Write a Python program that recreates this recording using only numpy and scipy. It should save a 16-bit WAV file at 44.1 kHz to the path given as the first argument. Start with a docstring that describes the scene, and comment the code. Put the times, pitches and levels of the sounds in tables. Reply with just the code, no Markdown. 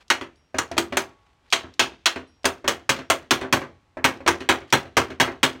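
"""Small workshop: a wooden mallet knocks a stuck part out of a metal hand plane on a bench.
Each blow is shaped noise plus damped sines: casting ring, bench thump, wooden fence clop.
Between blows the plane rocks and knocks on the mat, fittings tick in noise bursts, a hand rubs.
Loose steel hums on faintly in long sines; the noise decays include a brief room answer.
A limiter flattens the loudest blows."""
import sys
import numpy as np
from scipy import signal
from scipy.fft import rfft, irfft
from scipy.io import wavfile
from scipy.ndimage import uniform_filter1d, minimum_filter1d

SR = 44100
rng = np.random.default_rng(int(sys.argv[2]) if len(sys.argv) > 2 else 0)


def wrap_up_sound(samples):
    """Save the sound to the file named by the first command line argument, as 16-bit audio."""
    columns = np.atleast_2d(samples).T
    # keep every value between -1 and 1, then stretch to whole-number steps
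    tamed = np.clip(columns, -1, 1)
    steps = np.round(tamed * 32767).astype(np.int16)
    wavfile.write(sys.argv[1], SR, steps)


N = 246959
RING_N = 2 ** 15  # samples per struck sound
T = np.arange(RING_N) / SR

# mallet blows: start_s, level_db, place (rounded to 0-3), thump_db (how firmly the plane rests),
# ring_db (how loosely the casting is held)
BLOWS = [(0.1011, -21.5, 0.5, -1.5, 1), (0.584, -26.5, 0.5, 4.5, -2.5), (0.779, -26.7, 1, 9, 0),
         (0.9696, -24.5, 1, 2.5, -1.5), (1.525, -23, 0.5, -0.5, 8), (1.7942, -21.5, -0.5, 3.5, 8.5),
         (2.0574, -23.5, 0, -6.5, 8), (2.4542, -25, 1, 3.5, 0.5), (2.678, -22.7, 1, 4, 0),
         (2.892, -22.5, 1.5, 4, 3.5), (3.1, -21.5, 1, 3.5, 0), (3.308, -19.5, 2, 4, 2),
         (3.5256, -19.5, 2, 6.5, 0.5), (4.0426, -18, 2, 3, -2), (4.2761, -19.5, 3, 4.5, -2),
         (4.4892, -17.3, 3, 2, 0), (4.7252, -17, 2, 5.5, 1), (4.9682, -18, 3, 5.5, 0),
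         (5.1996, -16.5, 2, 3, 0), (5.4302, -18, 2, 2.5, 1.5)]
# plane knocking on the bench: start_s, level_db, hard_db (high where iron touches),
# clop_db (high where the fence lands flat)
KNOCKS = [(0.211, -38.5, 5, -8), (0.544, -35, -2.5, 6.5), (0.714, -40, 1, 10), (0.768, -41.5, 9, 12),
          (0.924, -34.5, 2, 5), (1.637, -45, -11, 1), (2.159, -35, 1, -7.5), (2.444, -28, 3, -1),
          (2.643, -36, -3.5, 2), (2.963, -47, 12, -5), (2.988, -41, 4, 0), (3.412, -34.5, 3.5, -8),
          (3.433, -35.5, -9, -10), (3.616, -35.5, -5.5, -5.5), (3.9704, -37, -10, 6.5),
          (4.205, -48, -4.5, 11), (4.263, -25.5, 0, 0.5), (4.405, -38.5, 5, -16), (5.103, -39, 1, -3),
          (5.275, -32, -6, -3)]
# modes of plane and bench: pitch_hz, struck_0_db, struck_1_db, struck_2_db, struck_3_db,
# sole_hit_db (sole hits the bench)
MODES = [(82, -28, -22, -23, -20, -13), (113, -23, -26, -17, -21, -26), (139, -24, -26, -9, -15, -15),
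         (172, -36, -32, -17, -24, -31), (222, -15, -14, -14, -17, -17), (261, -10, -10, -5, -10, -4),
         (339, -8, -7, -13, -4, -7), (386, -10, -6, -10, -6, -4), (465, -13, -14, -18, -9, -13),
         (546, -12, -10, -9, -10, -11), (672, -8, -7, -9, -9, -7), (745, -18, -11, -15, -25, -16),
         (945, -11, -6, -8, -5, -8), (1010, -20, -12, -9, -7, -10), (1110, -9, -22, -9, -12, -9),
         (1175, -9, -9, -22, -12, -12), (1330, -10, -15, -13, -14, -10), (1590, -21, -8, -12, -6, -9),
         (1660, -3, -14, -7, -9, -19), (1890, -6, -13, -8, -11, -12), (2125, -7, -9, -13, -10, -11),
         (2560, -14, -11, -11, -8, -12), (2858, -8, -14, -10, -22, -8), (3173, -8, -11, -14, -22, -21),
         (3290, -11, -8, -10, -10, -11), (4162, -10, -10, -16, -18, -17), (4312, -8, -17, -15, -28, -6),
         (6077, -12, -17, -18, -14, -14), (6533, -18, -12, -16, -17, -21)]
BLOW_DB = -20.5  # a middling blow


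def undb(db):
    """Decibels to gain."""
    return 10 ** (np.asarray(db) / 20)


def across(hz, table, axis=1):
    """One table column, interpolated over log frequency."""
    table = np.asarray(table)
    return np.interp(np.log(hz + 1), np.log(table[:, 0]), table[:, axis])


def fade(t60_s):
    """Exponential decay, 60 dB down after t60_s."""
    return np.exp(-np.log(1000) * T / t60_s)


def swell(rise_s):
    """Exponential onset with time constant rise_s."""
    return 1 - np.exp(-T / rise_s)


def add(track, start_s, sound):
    """Mix a sound into the track at start_s."""
    i = int(start_s * SR)
    track[i:i + len(sound)] += sound[:N - i]


def bunching(count, uneven_db, grain_s):
    """Random gain, smoothed over grain_s, that bunches noise into short bursts."""
    size = int(grain_s * SR)
    drift = uniform_filter1d(rng.standard_normal(count), size) * np.sqrt(size)
    return undb(uneven_db * drift)


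def reflections(spiky_db=3.0, grain_s=0.0007):
    """Unit-level noise whose arrivals bunch into short spikes."""
    noise = rng.standard_normal(RING_N) * bunching(RING_N, spiky_db, grain_s)
    return noise / noise.std()


def colour(hz, thump_db, ring_db, click_db, top_db=0):
    """Contact weighting in dB: bench lows, casting highs, sharpest treble."""
    return across(hz, [(50, 1.4 * thump_db), (130, thump_db), (300, thump_db), (900, 0), (1800, 0),
                       (3400, ring_db), (7000, click_db), (13000, click_db + top_db)])


def rise_time(hz, contact_s=0.00048, bench_s=0.0083, bench_hz=260):
    """Onset constant in s: metal speaks at once, the heavy bench takes longer to get going."""
    return contact_s + bench_s / (1 + (hz / bench_hz) ** 2)


def clusters(hz, spacing_hz=110, depth_db=3):
    """Each contact favours some mode clusters and misses others: dB over frequency."""
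    knots = np.arange(0, SR / 2, spacing_hz)
    return depth_db * np.interp(hz, knots, rng.standard_normal(len(knots))) * hz / (hz + 600)


def crowd(response, tone, direct_db, direct_t60_s, early_db, crack_db, crack_t60_s, same=0.29):
    """Crowded weak modes as octave-band noise: crack, hard burst, near reflections, late tail."""
    # spectral density before contact weighting: pitch_hz, density_db_per_hz
    crowd_db = [(30, -66), (75, -42), (190, -43.5), (300, -37), (500, -36), (800, -30.5), (1050, -29),
                (1700, -30), (3300, -35), (5000, -42), (6300, -40), (9500, -50.5), (10700, -57.5),
                (15500, -59.5)]
    # near reflections: pitch_hz, t60_s
    early_t60 = [(80, 0.067), (250, 0.36), (1000, 0.21), (3000, 0.19), (6000, 0.15), (14000, .17)]
    # late room sound: pitch_hz, level_db, t60_s
    late_room = [(79.5, -8.5, 1), (300, -12, 0.24), (1000, -26.5, 0.38), (3000, -25.5, 0.64),
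                 (7000, -33, 0.53), (13930, -31.5, .28)]
    centres_hz = 60 * 2. ** np.arange(9)

    # same objects, same room: part of the response repeats, part changes with the grip
    noise = np.sqrt(same) * response + np.sqrt(1 - same) * reflections()
    hz = np.arange(RING_N // 2 + 1) * SR / RING_N
    shape_db = across(hz, crowd_db) + colour(hz, *tone) + clusters(hz)
    spectrum = rfft(noise) * undb(shape_db) * np.sqrt(SR / 2)
    out = 0
    for centre in centres_hz:
        octave = np.clip(1 - abs(np.log2((hz + 1) / centre)), 0, 1)
        band = irfft(spectrum * octave, RING_N)
        crack = undb(crack_db) * fade(crack_t60_s) * centre / (centre + 3000)
        direct = undb(direct_db) * fade(direct_t60_s)
        early = undb(early_db) * fade(across(centre, early_t60))
        late = undb(across(centre, late_room)) * fade(across(centre, late_room, axis=2))
        envelope = np.sqrt(crack ** 2 + direct ** 2 + early ** 2 + late ** 2)
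        out = out + band * envelope * swell(rise_time(centre))
    return out


def modes(tone, shape_db, detune=0.004, scatter_db=2.5):
    """Clear modes as damped sines; the grip shifts strength and pitch a little at each hit."""
    # decay, shortened by the gripping hand: pitch_hz, t60_s
    mode_t60 = [(80, 0.31), (140, 0.18), (330, 0.24), (900, 0.19), (2000, 0.17), (6500, 0.13)]
    out = 0
    draws = rng.standard_normal((len(MODES), 3))
    for (hz, *_), db, (size, shift, phase) in zip(MODES, shape_db, draws):
        wave = np.sin(2 * np.pi * (hz * (1 + detune * shift) * T + phase))
        gain = undb(db + colour(hz, *tone) + scatter_db * size)
        out = out + gain * wave * fade(across(hz, mode_t60)) * swell(rise_time(hz))
    return out


def clop(detune=0.057):
    """Hollow note of the wooden fence on the mat: damped sines, detuned at random each time."""
    # fence modes: pitch_hz, level_db, t60_s
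    fence = [(600, 1.5, 0.12), (750, 4, 0.017)]
    out = 0
    for hz, db, t60_s in fence:
        pitch_hz = hz * (1 + detune * rng.standard_normal())
        out = out + undb(db) * np.sin(2 * np.pi * pitch_hz * T) * fade(t60_s)
    return out


def air():
    """Quiet of the workshop: steady shaped noise."""
    # pitch_hz, density_db_per_hz
    quiet = [(20, -104), (50, -87), (78, -84), (130, -96), (260, -96), (500, -101), (900, -100),
             (1700, -106), (2700, -108), (5000, -116), (8000, -121), (11000, -130), (16000, -138)]
    hz = np.arange(N // 2 + 1) * SR / N
    return irfft(rfft(rng.standard_normal(N)) * undb(across(hz, quiet)), N) * np.sqrt(SR / 2)


def grip(low_hz=350, high_hz=3200, uneven_db=4, slip_s=0.01):
    """Skin and sole slide in small slips: unevenly bunched band noise under bell envelopes."""
    # hand shifting its grip: middle_s, length_s (two standard deviations), level_db
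    shifts = [(0.0, .05, -57), (1.3, .14, -67), (1.47, .04, -61), (4.695, .025, -52)]
    t = np.arange(N) / SR
    band = signal.butter(2, [low_hz, high_hz], "bandpass", fs=SR, output="sos")
    rub = signal.sosfilt(band, rng.standard_normal(N)) * bunching(N, uneven_db, slip_s)
    envelope = sum(undb(db) * np.exp(-(2 * (t - middle_s) / length_s) ** 2 / 2)
                   for middle_s, length_s, db in shifts)
    return rub / rub.std() * envelope


def steel(rise_s=0.006):
    """Loose steel and a thin rod: thin, lingering damped sines."""
    # blows before a pause, when the loose steel is left to sing: start_s, level_db
    sings = [(0.97, -54), (2.058, -66), (3.526, -57.5)]
    # loose steel modes: pitch_hz, level_db, t60_s
    loose_modes = [(834, -9, 3.0), (883, -13, 2.4), (1114, 0, 1.4), (1351, -14, 1.6)]
    # touches and jolts that ring the rod: start_s, level_db
    tinks = [(0.358, -69.5), (2.27, -66), (2.893, -59)]
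    # rod modes: pitch_hz, level_db, t60_s
    rod_modes = [(4893, -7, .8), (5590, 0, 1.1), (8000, -5, .12), (9700, -4, .2)]

    out = np.zeros(N)
    to_zero = np.sqrt(1 - T / T[-1])
    for touches, part in ((sings, loose_modes), (tinks, rod_modes)):
        ring = sum(undb(db) * np.sin(2 * np.pi * hz * T) * fade(t60_s) for hz, db, t60_s in part)
        ring = ring * swell(rise_s) * to_zero
        for start_s, db in touches:
            add(out, start_s, undb(db) * ring)
    return out


def chatter(count=3, lag_range_s=(0.03, 0.13), offset_db=-12.5, slope_db_per_s=-170):
    """Each blow shakes ticks out of the fittings at random lags, fainter the later."""
    ticks = []
    for start_s, db, *_ in BLOWS:
        for lag_s in rng.uniform(*lag_range_s, count):
            if start_s + lag_s < N / SR:
                ticks.append((start_s + lag_s, db + offset_db + slope_db_per_s * lag_s))
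    return ticks


def fittings(low_hz=2700, high_hz=6200, tick_t60_s=0.016, room_db=-16, room_t60_s=0.15):
    """Screws and rods tick in their seats: band noise bursts with a short room decay."""
    # ticks as the plane is handled: start_s, level_db
    handled = [(0.081, -48.5), (0.358, -60), (0.566, -46.5), (0.7154, -32), (1.503, -41), (1.515, -40.5),
               (1.739, -47), (2.433, -52.5), (4.703, -40)]
    rattle_db = -10.5  # tick level against knock level plus hardness
    jolted = [(start_s, db + hard_db + rattle_db) for start_s, db, hard_db, _ in KNOCKS]

    out = np.zeros(N)
    band = signal.butter(2, [low_hz, high_hz], "bandpass", fs=SR, output="sos")
    envelope = fade(tick_t60_s) + undb(room_db) * fade(room_t60_s)
    for start_s, db in handled + chatter() + jolted:
        tick = signal.sosfilt(band, rng.standard_normal(RING_N))
        add(out, start_s, undb(db) * tick / tick.std() * envelope)
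    return out


def rebounds(lag_s=0.125, spread_s=0.013, middling_db=-55, db_per_db=2):
    """The plane settles in a plain knock after each blow; harder blows bounce it much higher."""
    return [(start_s + lag_s + spread_s * rng.standard_normal(),
             middling_db + db_per_db * (db - BLOW_DB), 0, 0) for start_s, db, *_ in BLOWS]


def rocking(modes_db=-1.0, top_db=-1):
    """The plane drops on the mat: gentle landings are more thump, hard contact rings more."""
    middling_db, softest_db = -40.5, -44  # below softest_db all knocks are equally dull
    base_tone_db = (11.5, -5.5, -12)  # thump, ring, click of a middling knock
    thump_db_per_db, ring_db_per_db = -0.5, 1.1

    out, response = np.zeros(N), reflections()
    shape_db = [mode[-1] for mode in MODES]
    for start_s, db, hard_db, clop_db in KNOCKS + rebounds():
        thump_db = thump_db_per_db * (max(db, softest_db) - middling_db)
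        tone = np.add(base_tone_db, [thump_db, ring_db_per_db * hard_db, hard_db])
        burst = crowd(response, [*tone, top_db], direct_db=-3, direct_t60_s=0.034,
                      early_db=1, crack_db=0.5, crack_t60_s=0.008)
        knock = burst + undb(clop_db) * clop() + undb(modes_db) * modes(tone, shape_db)
        add(out, start_s, undb(db) * knock)
    return out


def mallet(modes_db=0):
    """Wood on iron: place and grip set the tone; wood gives under harder blows, so less click."""
    # 0 handle end, 1 middle, 2 middle with plane tilted, 3 tilted and pressed down:
    # click_db, top_db (extra treble), clop_db
    places = [(0.5, -1.5, -19), (0.7, 3.5, -1.5), (-0.5, 4.5, -14.5), (-0.5, 3, -8)]
    click_db_per_db = -0.5
    click_per_ring = 0.36  # dB per dB: a free casting clicks more sharply too

    out, response = np.zeros(N), reflections()
    for start_s, db, place, thump_db, ring_db in BLOWS:
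        place = round(place)
        click_db, top_db, clop_db = places[place]
        click_db = click_db + click_db_per_db * (db - BLOW_DB) + click_per_ring * ring_db
        tone = [thump_db, ring_db, click_db]
        shape_db = [struck[place] for _, *struck in MODES]
        burst = crowd(response, [*tone, top_db], direct_db=8.5, direct_t60_s=0.065,
                      early_db=1.0, crack_db=1, crack_t60_s=0.023)
        blow = burst + undb(clop_db) * clop() + undb(modes_db) * modes(tone, shape_db)
        add(out, start_s, undb(db) * blow)
    return out


def scene():
    """All layers summed to one channel."""
    return (air() + grip() + steel() + fittings() + rocking() + mallet())[None]


def record(dry, hold_s=0.003, ceiling=0.69, top_hz=15900):
    """A fast limiter holds the peaks, then a steep low-pass cuts the top."""
    size = int(hold_s * SR)
    needed_gain = ceiling / np.maximum(abs(dry), ceiling)
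    gain = uniform_filter1d(minimum_filter1d(needed_gain, size), size)
    low_pass = signal.ellip(8, .2, 70, top_hz, fs=SR, output="sos")
    return signal.sosfilt(low_pass, dry * gain)


dry = scene()
out = record(dry)
wrap_up_sound(out)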